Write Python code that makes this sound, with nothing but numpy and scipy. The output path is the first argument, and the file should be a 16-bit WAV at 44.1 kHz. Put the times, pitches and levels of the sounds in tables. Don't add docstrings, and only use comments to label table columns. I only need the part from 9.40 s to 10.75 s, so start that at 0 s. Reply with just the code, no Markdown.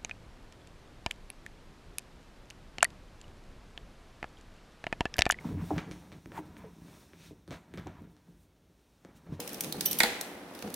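import sys
import numpy as np
from scipy import signal
from scipy.fft import rfft, irfft, next_fast_len
from scipy.io import wavfile
from scipy.ndimage import map_coordinates

SR = 44100
rng = np.random.default_rng(int(sys.argv[2]) if len(sys.argv) > 2 else 0)


def persist_wave(psi):
    counts = np.round(np.clip(psi, -1, 1) * 32767).astype(np.int16)
    wavfile.write(sys.argv[1], SR, np.atleast_2d(counts).T)


N = 59535

# (frequency [Hz], level [dB])
HUM_LINES = [(231.5, -62.5), (285.3, -57.5), (360.7, -57), (479.1, -62.5), (662.1, -70), (812.9, -64)]
# (frequency [Hz], level [dB])
FAN_COLOUR = [(15, -71), (25, -28), (97, -13), (145, -14.5), (175, -3.5), (256, -5.5), (293, 0.5),
              (384, -16), (416, -5.5), (818, -10.5), (1160, -14.5), (1740, -16.5), (16000, -46)]
# (frequency [Hz], left-right likeness [0-1])
FAN_ALIKE = [(60, 0.94), (300, 0.99), (700, 0.82), (2000, 0.28), (10000, 0.13)]

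# (time [s], level [dB])
SLIDE_LEVELS = [(0, -45.5), (.06, -51.5), (.125, -48.5), (.18, -53.5), (.25, -47.5), (.31, -53),
                (.37, -54.5), (.44, -46.5), (.55, -43.5), (.62, -45.5), (.8, -53), (1.06, -62.5),
                (1.22, -54), (1.35, -56.5)]
# (frequency [Hz], level [dB])
SLIDE_COLOUR = [(300, -13), (1500, -4), (2600, 3.5), (5500, 0), (7300, -5.5), (10000, 0.5), (13500, -4),
                (16000, -6)]

# (time [s], level [dB], treble tilt [dB/octave], pan left [dB], blade clang [dB])
TAPS = [(.002, -35, 2.5, -1.5, -63.5), (.076, -36, 0.5, -1, -60), (0.0919, -42.5, 0, 0, -60),
        (0.131, -40.5, 5, -1, -59), (.144, -38.5, 0.5, 1, -55), (0.2076, -27.5, 3.5, 0, -46),
        (0.237, -39.5, 0.5, 8, -52), (0.244, -40.5, 0, -10, -44), (0.3242, -36.5, 1.5, -1.5, -27.5),
        (.4085, -27.5, 0.5, -2.5, -26.5), (0.5296, -30, 2, -1, -48), (0.8111, -30, 1, 0.5, -38),
        (1.1495, -50.5, 0, -2.5, -43.5), (1.19, -51, 2, -4, -46), (1.224, -41.5, -5, -3.5, -39),
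        (1.2754, -46.5, -8, -3, -59), (1.302, -46, -1, -1, -59), (1.341, -33.5, 5.5, -1, -37.5)]
# (frequency [Hz], level [dB])
TAP_COLOUR = [(200, -14), (1100, -10.5), (2300, -1), (4500, -2), (6000, 2), (7300, -3.5), (10000, -0.5),
              (11500, -4.5), (13300, 2), (16000, -9.5)]
# (frequency [Hz], level [dB])
CLANG_COLOUR = [(1500, -40), (3000, -23), (3500, 0.5), (4400, 0.5), (5000, -1), (5600, -9.5), (7500, -14),
                (9600, -25), (10100, 0), (10700, -16), (16000, -12)]

# (time [s], thud [dB], knock [dB], low plate ring [dB])
THUDS = [(.003, -49, -47, -44.5), (0.124, -44.5, -51, -67), (.236, -38.5, -56, -64),
         (0.343, -38.5, -43.5, -49), (.469, -44, -52, -69), (0.52, -41, -59, -63),
         (1.239, -39.5, -40.5, -39)]
# (frequency [Hz], level [dB])
THUD_COLOUR = [(25, -33), (60, -11), (110, -13), (175, 5.5), (230, 0.5), (300, -3.5), (400, -5.5),
               (490, -2), (620, -15), (850, -32), (1300, -22), (5000, -49)]
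# (frequency [Hz], level [dB])
KNOCK_COLOUR = [(60, -32), (130, -13), (220, 0.5), (350, -9), (490, -12), (600, 0), (780, 2.5), (900, 2.5),
                (1100, -8), (1500, 2.5), (2200, -29), (3400, -9.5), (4600, -3), (5600, -35)]
# (frequency [Hz], left-right likeness [0-1])
KNOCK_ALIKE = [(200, 0.99), (800, 0.88), (2000, 0.38)]
# (frequency [Hz], level [dB], t60 [s])
PLATE_MODES = [(182.1, -15, .6), (483, -0.5, .38), (735, -8, .22), (768, -13.5, .4), (808, -14, 0.59),
               (862, -11, 0.31), (900.6, -8, 0.22), (1466, -11, 0.308), (1832, -6, .26), (2013, -10, 0.48),
               (1950, -1.5, 0.28), (2149, 2, 0.275), (2484, -8.5, 0.38), (3430, -11, .28), (4134, -6, 0.2)]

# (time [s], ring [dB], rasp [dB], lead-in rub [s])
CLINKS = [(.459, -26, -23.5, 0.0045), (0.5123, -33, -26.5, 0.0028), (0.588, -35, -24.5, 0.00098)]
# (frequency [Hz], level [dB], t60 [s])
BLADE_MODES = [(3047, -12.5, .22), (5896, 0, 0.1), (5850, -7, 0.023), (9200, -13, .04), (12500, -10, 0.039),
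               (13400, 3.5, 0.041), (13370, 1, 0.098), (15300, -4, 0.086)]
# (frequency [Hz], level [dB])
RASP_COLOUR = [(500, -31), (2000, -10.5), (3500, -0.5), (5800, -9), (7000, -9), (9000, -1), (11000, 1),
               (13300, 8.5), (16000, -5)]

# (time [s], crack [dB], treble tilt [dB/octave], bite [dB], blade clang [dB],
# knock [dB], wash [dB], low plate ring [dB], high plate ring [dB])
CHOPS = [(0.6031, -16.5, 1.5, -17.5, -25.5, -32.5, -29, -37, -30.5),
         (0.6336, -23, 2, -19, -25, -21, -32.5, -32, -39.5)]
# (frequency [Hz], level [dB])
CRACK_COLOUR = [(150, -21), (500, -16), (820, -4), (1200, -17), (1750, 2), (2150, 4.5), (2900, -14.5),
                (3900, -4.5), (5200, -15.5), (8000, -17.5), (16000, -31)]
# (frequency [Hz], left-right likeness [0-1])
CRACK_ALIKE = [(200, .97), (850, 0.94), (1500, .65), (2200, .1), (4000, 0.17)]
# (frequency [Hz], level [dB])
BITE_COLOUR = [(500, -11), (2000, -3), (4500, 0), (7500, -1), (13500, 0), (16000, -4)]
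# (frequency [Hz], level [dB])
WASH_COLOUR = [(60, -14.5), (200, -3.5), (350, -0.5), (850, -3.5), (1200, -10), (2000, 2), (2900, -5.5),
               (4000, -3.5), (5200, -11), (8000, -9), (16000, -12)]
# (frequency [Hz], t60 [s])
WASH_T60 = [(200, 0.7), (900, 1), (2000, 0.85), (4500, 0.63), (14000, 0.28)]
# (frequency [Hz], left-right likeness [0-1])
WASH_ALIKE = [(200, .97), (500, .88), (1000, 0.63), (2000, 0.12), (10000, 0.089)]

EDGE_ALIKE = 0.47
GRIND_S, GRIND_DB = 0.0034, -13.5
TAP_SEND_DB, CLINK_SEND_DB, ROOM_T60 = -7.5, -16, 0.49
LOW_MODES_HZ, TOP_HZ = 900, 15900


def amp(db):
    return 10 ** (np.asarray(db) / 20)


def unit(x):
    return x / np.sqrt(np.mean(x ** 2) + 1e-20)


def along(points, hz):
    freqs, values = np.transpose(points)
    return np.interp(np.log(hz + 1), np.log(freqs + 1), values)


def since(s):
    return np.arange(N) / SR - s


def wobble(rate):
    return map_coordinates(rng.standard_normal(2048), [since(0) * rate + 2], mode="mirror")


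def noise(colour, alike, tilt_db=0):
    size = 2 * next_fast_len(N // 2 + 1)
    hz = np.fft.rfftfreq(size, 1 / SR)
    likeness = along(alike, hz) if np.ndim(alike) else alike
    width = np.arccos(np.clip(likeness, -1, 1)) / 2
    octaves = np.log2(np.maximum(hz, 1000) / 1000)
    gain = amp(along(colour, hz) + tilt_db * octaves) * (hz < TOP_HZ)
    spectra = rfft(rng.standard_normal((2, size))) * gain
    mid, side = spectra[0] * np.cos(width), spectra[1] * np.sin(width)
    return unit(irfft(np.array([mid + side, mid - side]))[:, :N])


def fade(s, t60, hold=0, rise=0.00024):
    t = np.maximum(since(s), 0)
    return (1 - np.exp(-t / rise)) * np.exp(-np.log(1000) * np.maximum(t - hold, 0) / t60)


def ring(s, modes, spread, waver):
    out = np.zeros((2, N))
    for hz, db, t60 in modes:
        gap = spread * min(hz / 2000, 1) ** 2 * rng.choice([-1, 1]) * np.array([[.5], [-.5]])
        phase = rng.uniform(0, 2 * np.pi) + gap + waver * wobble(rate=12 / t60)
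        out += amp(db + rng.normal(0, 1)) * fade(s, t60) * np.sin(2 * np.pi * hz * since(s) + phase)
    return out


def panned(x, db):
    return x * amp(np.array([[.5], [-.5]]) * db)


def machine():
    hum = np.zeros(N)
    for hz, db in HUM_LINES:
        drift = 0.93 * wobble(rate=10.1)
        hum += amp(db) * unit(np.sin(2 * np.pi * hz * since(0) + drift))
    return amp(-0.5) * hum + amp(-47.5) * noise(FAN_COLOUR, FAN_ALIKE)


def slide():
    level_db = np.interp(since(0), *np.transpose(SLIDE_LEVELS))
    grain = unit(amp(2 * wobble(rate=400)))
    return amp(level_db) * grain * noise(SLIDE_COLOUR, alike=0.18)


def snap(s):
    return amp(-0.5) * fade(s, t60=0.0022, rise=.00005)


def taps():
    out = np.zeros((2, N))
    for s, db, tilt_db, pan_db, clang_db in TAPS:
        clang = amp(clang_db) * (snap(s) + fade(s, t60=0.023)) * noise(CLANG_COLOUR, EDGE_ALIKE)
        chatter = fade(s, t60=.01, hold=.0026)
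        tail = amp(-14) * fade(s, t60=.06)
        tick = amp(db) * (snap(s) + chatter + tail) * noise(TAP_COLOUR, EDGE_ALIKE, tilt_db)
        out += panned(tick + clang, pan_db)
    return out


def thuds():
    out = np.zeros((2, N))
    for s, db, knock_db, ring_db in THUDS:
        out += amp(db) * fade(s, t60=0.61, rise=0.0036) * noise(THUD_COLOUR, KNOCK_ALIKE)
        out += knock(s, knock_db, tilt_db=-15)
        out += plate(s, ring_db, low=True)
    return out


def knock(s, db, tilt_db=0):
    return amp(db) * fade(s, t60=.08, rise=.0012) * noise(KNOCK_COLOUR, KNOCK_ALIKE, tilt_db)


def plate(s, db, low):
    modes = [mode for mode in PLATE_MODES if (mode[0] < LOW_MODES_HZ) == low]
    return amp(db) * ring(s, modes, spread=1.2, waver=.25)


def room(send):
    tail = rng.standard_normal((2, N)) * fade(0.0014, ROOM_T60, rise=0.001)
    return signal.fftconvolve(send, tail / np.linalg.norm(tail[0]), axes=1)[:, :N]


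def clinks():
    out = np.zeros((2, N))
    for s, ring_db, rasp_db, rub_s in CLINKS:
        rub = amp(-4.5) * fade(s - rub_s, t60=0.065, hold=rub_s, rise=0.00052)
        slip = fade(s, t60=0.065)
        out += amp(rasp_db) * (snap(s) + np.maximum(rub, slip)) * noise(RASP_COLOUR, EDGE_ALIKE)
        out += amp(ring_db) * ring(s, BLADE_MODES, spread=1.0, waver=.55)
    return panned(out, db=-2)


def chops():
    out = np.zeros((2, N))
    for s, crack_db, tilt_db, bite_db, clang_db, knock_db, wash_db, low_db, high_db in CHOPS:
        grind = amp(GRIND_DB) * fade(s - GRIND_S, t60=.006, hold=GRIND_S, rise=0.00093)
        contact = fade(s, t60=.006, rise=.00005)
        impact = fade(s, t60=.036, hold=.0022)
        crack = amp(crack_db) * impact * noise(CRACK_COLOUR, CRACK_ALIKE, tilt_db)
        bite = amp(bite_db) * (grind + contact) * noise(BITE_COLOUR, EDGE_ALIKE)
        out += panned(crack + bite, db=-3.0) + knock(s, knock_db)
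        out += amp(clang_db) * impact * noise(CLANG_COLOUR, EDGE_ALIKE)
        out += amp(wash_db) * wash(s) + plate(s, low_db, low=True) + plate(s, high_db, low=False)
    return out


def wash(s):
    hz, t, bands = signal.stft(noise(WASH_COLOUR, WASH_ALIKE), SR, nperseg=256)
    decay = np.exp(-np.log(1000) * np.maximum(t - s, 0) / along(WASH_T60, hz)[:, None])
    return signal.istft(bands * decay, SR)[1][:, :N] * (since(s) > 0)


def scene():
    tapping, clinking = taps(), clinks()
    reverb = room(amp(TAP_SEND_DB) * tapping + amp(CLINK_SEND_DB) * clinking)
    return tapping + clinking + reverb + chops() + thuds() + slide() + machine()


def record(dry):
    size = next_fast_len(N + SR // 2)
    passband = np.fft.rfftfreq(size, 1 / SR) < TOP_HZ
    return irfft(rfft(dry, size) * passband, size)[:, :N]


dry = scene()
out = record(dry)
persist_wave(out)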